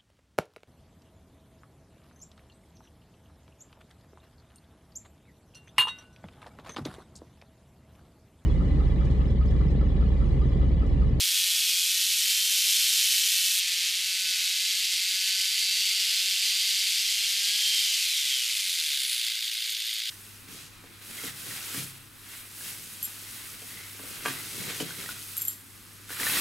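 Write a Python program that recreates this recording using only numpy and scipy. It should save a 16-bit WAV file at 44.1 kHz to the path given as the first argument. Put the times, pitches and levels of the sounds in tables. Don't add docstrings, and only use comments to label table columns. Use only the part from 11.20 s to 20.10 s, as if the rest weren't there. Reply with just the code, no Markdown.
import sys
import numpy as np
from scipy import signal
from scipy.fft import rfft, irfft, next_fast_len
from scipy.io import wavfile
from scipy.ndimage import uniform_filter1d

SR = 44100
rng = np.random.default_rng(int(sys.argv[2]) if len(sys.argv) > 2 else 0)


def amp(db):
    return 10 ** (np.asarray(db, float) / 20)


def write(x):
    x = np.atleast_2d(x).T
    wavfile.write(sys.argv[1], SR, np.round(np.clip(x, -1, 1) * 32767).astype(np.int16))


N = 392490

CUT_S, SHADED_S = 2.402, 8.08
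SHUT_S, COAST_HZ, COAST_TAU_S, IDLE_HZ = 6.8, 188.7, 0.95, 55.5
SHUT_EXHAUST_DB, SHUT_FADE_S = -28, 0.16
WHINE_DB_PER_OCTAVE, WHINE_KNEE_HZ = 29, 127
FAN_DB, FAN_BLADES = -39.5, 24
KNOCK_S = 0.066
SELF_NOISE_DB, TOP_HZ = -98, 15180
# (close by [dB], further off [dB], shaded [dB])
TREBLE_DB, WHINE_DB = (-5.5, -7, -9), (-32.5, -36, -38)
EXHAUST_DB, BRIGHT_DB = (-73, -69, -70), (-0.5, -4, -2.5)
# start, two depths [s]; change at each depth [dB]
SINKS_S = (3.33, 5, 6)
DEEP_WHINE_DB, DEEP_EXHAUST_DB, DEEP_BRIGHT_DB = (4, 1), (2, 3), (-5, -4)

# (time [s], rate [Hz])
FREE_SPEED_HZ = [(0, 181.8), (.92, 190.2), (1.21, 194), (1.58, 194.2), (2.39, 188), (2.41, 176.4),
                 (2.95, 190.5), (4.09, 192.3), (5.32, 195), (6.22, 200.2), (6.44, 211.8)]
# (time [s], sag [Hz], half-width [s])
BITES_HZ = [(.14, 2.9, .103), (.57, 8, 0.16), (.96, 4.7, 0.068), (1.36, 1.07, 0.069), (1.96, 2.14, .13),
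            (2.41, 4.2, 0.12), (2.65, 3.5, .13), (3.24, 8, 0.19), (3.69, 6.5, 0.13), (3.92, 5.2, .15),
            (4.27, 2.8, 0.076), (4.52, 3, .067), (4.63, 5, 0.12), (5.01, 1.34, 0.064), (5.37, 1.15, 0.077),
            (5.69, 3.3, 0.1238), (6.1, 1, .057)]
# (time [s], level [dB])
LOUDNESS_DB = [(0, -24.5), (.55, -25.5), (1.3, -24.5), (1.45, -23.5), (1.95, -23.5), (2.4, -25),
               (2.404, -27.5), (2.75, -29), (3.4, -28), (3.9, -28.5), (4.1, -28), (5.7, -27.5), (6.2, -28),
               (6.65, -26.5), (7.1, -28.5), (8.07, -29.5), (8.15, -30.5), (8.9, -33)]
# (frequency [Hz], level [dB])
MUFFLER_NEAR_DB = [(180, -60), (365, -33), (385, -26), (560, -12), (760, 2), (940, -18), (1130, 2),
                   (1500, 1.5), (1900, 22.5), (2600, -22)]
MUFFLER_FAR_DB = [(180, -38), (290, -25), (380, -32.5), (540, -14.5), (780, -11.5), (960, -6), (1250, 4),
                  (1400, 7), (1520, 14.5), (1720, 19), (1900, 12), (2100, 20), (2600, -6.5)]
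# (multiple of firing rate [1], level [dB])
CUTTERS_NEAR_DB = [(3.5, -9), (7, -2)]
CUTTERS_FAR_DB = [(3.5, -19), (4, 5)]
# (multiple of firing rate [1], level [dB])
WHINE_LINES_NEAR_DB = [(14, -10), (15, -31), (16, -11.5), (17, -23), (18, -16), (18.5, -11), (19, -11),
                       (20, -29), (22, -4), (24, -27.5)]
WHINE_LINES_FAR_DB = [(13, -20), (14, -13), (15, -15), (16, -18), (17, -22), (18, -20), (19, -18),
                      (20, -21), (21, -13), (22, -21), (23, -15), (24, -12.5), (25, -19), (26, -14),
                      (27, -22), (28, -24)]
# (frequency [Hz], level [dB])
HOUSING_NEAR_DB = [(2000, -11.5), (2900, -7), (3200, 5), (3400, -5), (3700, -18), (5000, -4)]
HOUSING_FAR_DB = [(600, -60), (1200, -30), (2000, -12), (2600, -2), (3050, -2), (3200, 5), (3400, -1),
                  (4300, -1), (4600, 2), (5000, -1), (5600, -12)]
# (frequency [Hz], level [dB per Hz])
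HISS_NEAR_DB = [(530, -81), (900, -43), (1220, -35), (1490, -23.5), (1930, -20.5), (2250, -10.5),
                (3210, -5.5), (3650, -4.5), (4410, -5), (11400, -12.5), (14300, -14), (15000, -18)]
HISS_FAR_DB = [(530, -73.5), (900, -41.5), (1280, -28.5), (1490, -22.5), (1870, -16.5), (2030, -6.5),
               (2820, -5), (3130, -1), (4260, -2.5), (4510, -2), (14100, -17), (15000, -21)]
HISS_IDLE_DB = [(300, -72), (600, -52), (1190, -30), (1570, -16), (1850, -15), (2080, -6), (2400, -8),
                (2900, -3), (3550, 1), (4100, -2), (4700, -2), (5600, -10), (13500, -20), (15000, -18)]
# two rows, corner times [s] and levels [dB]
LIFTED_DB = (6.1, 6.32, 6.68, 6.85), (-70, -40, -40, -60)
# (multiple of firing rate [1], level [dB])
FREE_CHAIN_DB = [(14, -5), (15, 0), (16, -6), (23, -8), (26, -3)]
# two rows, corner times [s] and levels [dB]
PUMPING_DB = (6.65, 6.8, 7.75, 8.1), (-110, -81, -82, -95)
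# (frequency [Hz], level [dB])
COASTING_PIPE_DB = [(200, -45), (300, -29), (420, -18), (550, -11), (750, -4), (1000, 6), (1300, 14),
                    (1600, 20), (2200, 10)]
# two rows, corner times [s] and levels [dB]
SHOES_DRAG_DB = (7.1, 7.35, 7.75, 7.92, 8.1, 8.6), (-70, -42, -42, -35, -50, -72)
# (frequency [Hz], width [Hz], level [dB])
SHOES_DB = [(9200, 360, -2), (10300, 470, 2)]
# two rows, corner times [s] and levels [dB]
DRUM_FREE_DB = (7.9, 8.25, 8.7, 8.9), (-76, -46, -44, -51)
# (frequency [Hz], width [Hz], level [dB])
DRUM_DB = [(6710, 70, -2), (9040, 110, 0), (11800, 150, -1), (14900, 160, -8)]
# (time [s], level over ringing [dB])
DRUM_KNOCKS_DB = [
    (8.339, 4),
    (8.66, 3.5),
]
# (time [s], peak [dB])
RATTLES_DB = [
    (7.9443, -20),
    (8.071, -24.5),
    (8.1287, -29.5),
    (8.2575, -26),
    (8.5035, -18),
    (8.7407, -22.5),
]
# two rows, corner times [s] and levels [dB]
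HUM_DB = (7.95, 8.15, 8.5, 8.9), (-110, -89, -86, -83)
# (frequency [Hz], width [Hz], level [dB])
AIR_BOX_DB = [(545, 27, -2), (480, 200, -16)]
# (frequency [Hz], level [dB])
BASS_CUT_DB = [(170, -55.5), (290, 0)]


def unit(x):
    return x / np.sqrt(np.mean(x ** 2))


def read(points, hz):
    points_hz, points_db = np.transpose(points)
    return np.interp(np.log(hz), np.log(points_hz), points_db)


def colour(x, points):
    size = next_fast_len(N + SR // 10)
    hz = np.arange(size // 2 + 1) * SR / size + 1
    return irfft(rfft(x, size) * amp(read(points, hz)), size)[:N]


def walk(rate_hz, step=1):
    hold = int(SR / rate_hz / step)
    n = N // step + 1
    levels = np.repeat(rng.standard_normal(n // hold + 1), hold)
    slewed = uniform_filter1d(uniform_filter1d(levels, hold), hold)
    return slewed[:n - (step == 1)]


def ring(x, modes):
    total = 0
    for hz, width_hz, db in modes:
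        b, a = signal.iirpeak(min(hz, 0.45 * SR), hz / width_hz, SR)
        total = total + amp(db) * unit(signal.lfilter(b, a, x))
    return unit(total)


def partials(turns, hz, lines, shape, wander_db, rate_hz):
    step = 32
    total = 0
    for k, db in lines:
        level_db = db + read(shape, k * hz[::step]) + wander_db * walk(rate_hz, step)
        phase = (2 * np.pi * (k * turns % 1)).astype(np.float32)
        total = total + np.repeat(amp(level_db), step)[:N] * np.cos(phase)
    return total


def dips(t, rows):
    return sum(height * np.exp(-((t - s) / width_s) ** 2) for s, height, width_s in rows)


def speed(t):
    sag_hz = np.where(t < CUT_S, dips(t, BITES_HZ[:6]), dips(t, BITES_HZ[6:]))
    cutting_hz = np.interp(t, *np.transpose(FREE_SPEED_HZ)) - sag_hz
    coasting_hz = COAST_HZ * np.exp((SHUT_S - np.maximum(t, SHUT_S - 1)) / COAST_TAU_S)
    return ((cutting_hz ** -20. 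+ coasting_hz ** -20.) ** -.5 + IDLE_HZ ** 10.) ** .1


def exhaust(turns, hz, muffler, cutters, bright_db):
    size = amp(0.7 * rng.standard_normal(int(turns[-1]) + 2))
    strength = np.interp(turns, np.arange(len(size)), size)
    lines = [(k, 0) for k in range(2, 13)] + cutters
    low_lines = [line for line in lines if line[0] < 5]
    high_lines = [line for line in lines if line[0] >= 5]
    low = partials(turns, hz, low_lines, muffler, wander_db=1.2, rate_hz=8)
    high = partials(turns, hz, high_lines, muffler, wander_db=4, rate_hz=6)
    return strength * (low + amp(bright_db) * high)


def whine(turns, hz, lines, housing):
    return partials(turns + 0.002 * walk(70), hz, lines, housing, wander_db=2.5, rate_hz=7)


def cycle_gate(turns):
    steady, scatter, second, choke = 0.38, 0.55, 0.5, 1.5
    half = 2 * turns
    size = 1 + scatter * (2 * rng.random(int(half[-1]) + 2) - 1)
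    size[1::2] *= second
    puffs = size[half.astype(int)] * np.abs(np.sin(np.pi * half))
    return steady + np.tanh(choke * puffs)


def chips():
    density_hz, spread_db, burst_ms = 900, 0.73, 0.51
    hits = (rng.random(N) < density_hz / SR) * amp(spread_db * rng.exponential(size=N))
    burst = burst_ms * SR / 1000
    return uniform_filter1d(hits, int(burst)) * burst


def hiss(turns, hz, near, treble_db):
    flutter_db = 0.5 * walk(40) + 0.21 * walk(8)
    gate = (unit(cycle_gate(turns)) + 0.058 * unit(chips())) * amp(flutter_db)
    raw = unit(gate * rng.standard_normal(N))
    idle = np.clip((120 - hz) / 55, 0, 1)
    far_body = (1 - idle) * unit(colour(raw, HISS_FAR_DB)) + idle * unit(colour(raw, HISS_IDLE_DB))
    body = near * unit(colour(raw, HISS_NEAR_DB)) + (1 - near) * far_body
    low = colour(body, [(5500, 0), (9000, -30), (SR / 2, -60)])
    top = body - low
    top = top / np.sqrt(uniform_filter1d(top ** 2, SR // 4))
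    return low + amp(treble_db + 1.44) * top


def lifted_chain(t, turns, hz):
    return amp(np.interp(t, *LIFTED_DB)) * whine(turns, hz, FREE_CHAIN_DB, HOUSING_FAR_DB)


def pumping(t, turns, hz):
    lines = [(k, 0) for k in range(3, 13)]
    pulses = partials(turns + 0.01 * walk(25), hz, lines, COASTING_PIPE_DB, wander_db=4, rate_hz=9)
    return amp(np.interp(t, *PUMPING_DB)) * pulses


def coasting_fan(turns, hz, shut):
    return shut * amp(FAN_DB + 3 * walk(16)) * whine(turns, hz, [(FAN_BLADES, 0)], HOUSING_FAR_DB)


def clutch_shoes(t, turns):
    scrape = rng.standard_normal(N) * (0.5 + np.exp(-(turns % 1) / 0.6))
    return amp(np.interp(t, *SHOES_DRAG_DB)) * ring(scrape, SHOES_DB)


def clutch_drum(t):
    harder_db = dips(t, [(s, db, KNOCK_S) for s, db in DRUM_KNOCKS_DB])
    size_db = 1.5 * rng.exponential(size=N) + 3 * walk(70)
    knocks = (rng.random(N) < 700 / SR) * amp(size_db) * rng.standard_normal(N)
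    return amp(np.interp(t, *DRUM_FREE_DB) + harder_db) * ring(knocks, DRUM_DB)


def rattles(t):
    shape = dips(t, [(s, amp(db), 0.0059) for s, db in RATTLES_DB])
    noise = colour(rng.standard_normal(N), [(3000, -32), (8000, 5), (15000, 1)])
    return 0.17 * shape * unit(noise)


def air_box_hum(t):
    hum = ring(rng.standard_normal(N), AIR_BOX_DB)
    return amp(np.interp(t, *HUM_DB)) * colour(hum, [(700, 0.5), (1000, -30)])


def scene():
    t = np.arange(N) / SR
    hz = uniform_filter1d(speed(t), SR // 100)
    turns = np.cumsum(hz) / SR
    near = np.clip((CUT_S - t) * 150, 0, 1)
    shade = np.clip((t - SHADED_S) * 50, 0, 1)
    shut = np.clip((t - SHUT_S) / SHUT_FADE_S + 0.5, 0, 1)

    def place(db):
        return near * db[0] + (1 - near - shade) * db[1] + shade * db[2]

    def deep(db):
        return np.interp(t, SINKS_S, (0, *db)) * (1 - shut)

    bright_db = place(BRIGHT_DB) + deep(DEEP_BRIGHT_DB)
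    exhaust_db = place(EXHAUST_DB) + deep(DEEP_EXHAUST_DB) + shut * SHUT_EXHAUST_DB + 1.5
    pipe = near * exhaust(turns, hz, MUFFLER_NEAR_DB, CUTTERS_NEAR_DB, bright_db)
    pipe = pipe + (1 - near) * exhaust(turns, hz, MUFFLER_FAR_DB, CUTTERS_FAR_DB, bright_db)

    whine_db = place(WHINE_DB) + deep(DEEP_WHINE_DB) + 9
    slowing_db = WHINE_DB_PER_OCTAVE * np.log2(np.minimum(hz / WHINE_KNEE_HZ, 1))
    lines = near * whine(turns, hz, WHINE_LINES_NEAR_DB, HOUSING_NEAR_DB)
    lines = lines + (1 - near) * whine(turns, hz, WHINE_LINES_FAR_DB, HOUSING_FAR_DB)
    singing = amp(whine_db) * lines + lifted_chain(t, turns, hz) + coasting_fan(turns, hz, shut)

    loudness = amp(np.interp(t, *np.transpose(LOUDNESS_DB)))
    saw = amp(exhaust_db) * pipe + amp(slowing_db) * singing
    saw = saw + loudness * hiss(turns, hz, near, place(TREBLE_DB))
    clutch = clutch_shoes(t, turns) + clutch_drum(t)
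    mix = saw + pumping(t, turns, hz) + clutch + rattles(t) + air_box_hum(t)
    return np.tile(mix, (2, 1))


def band_limit(x):
    return signal.sosfilt(signal.butter(12, 15590, fs=SR, output="sos"), x)


def record(dry):
    heard = colour(dry[0], BASS_CUT_DB) + amp(SELF_NOISE_DB) * rng.standard_normal(N)
    heard = colour(heard, [(TOP_HZ - 100, 0), (TOP_HZ, -70), (SR / 2, -80)])
    heard = heard * np.clip(np.arange(N) / 12, 0, 1)
    return band_limit(np.tile(heard, (2, 1)))


dry = scene()
out = record(dry)
write(out)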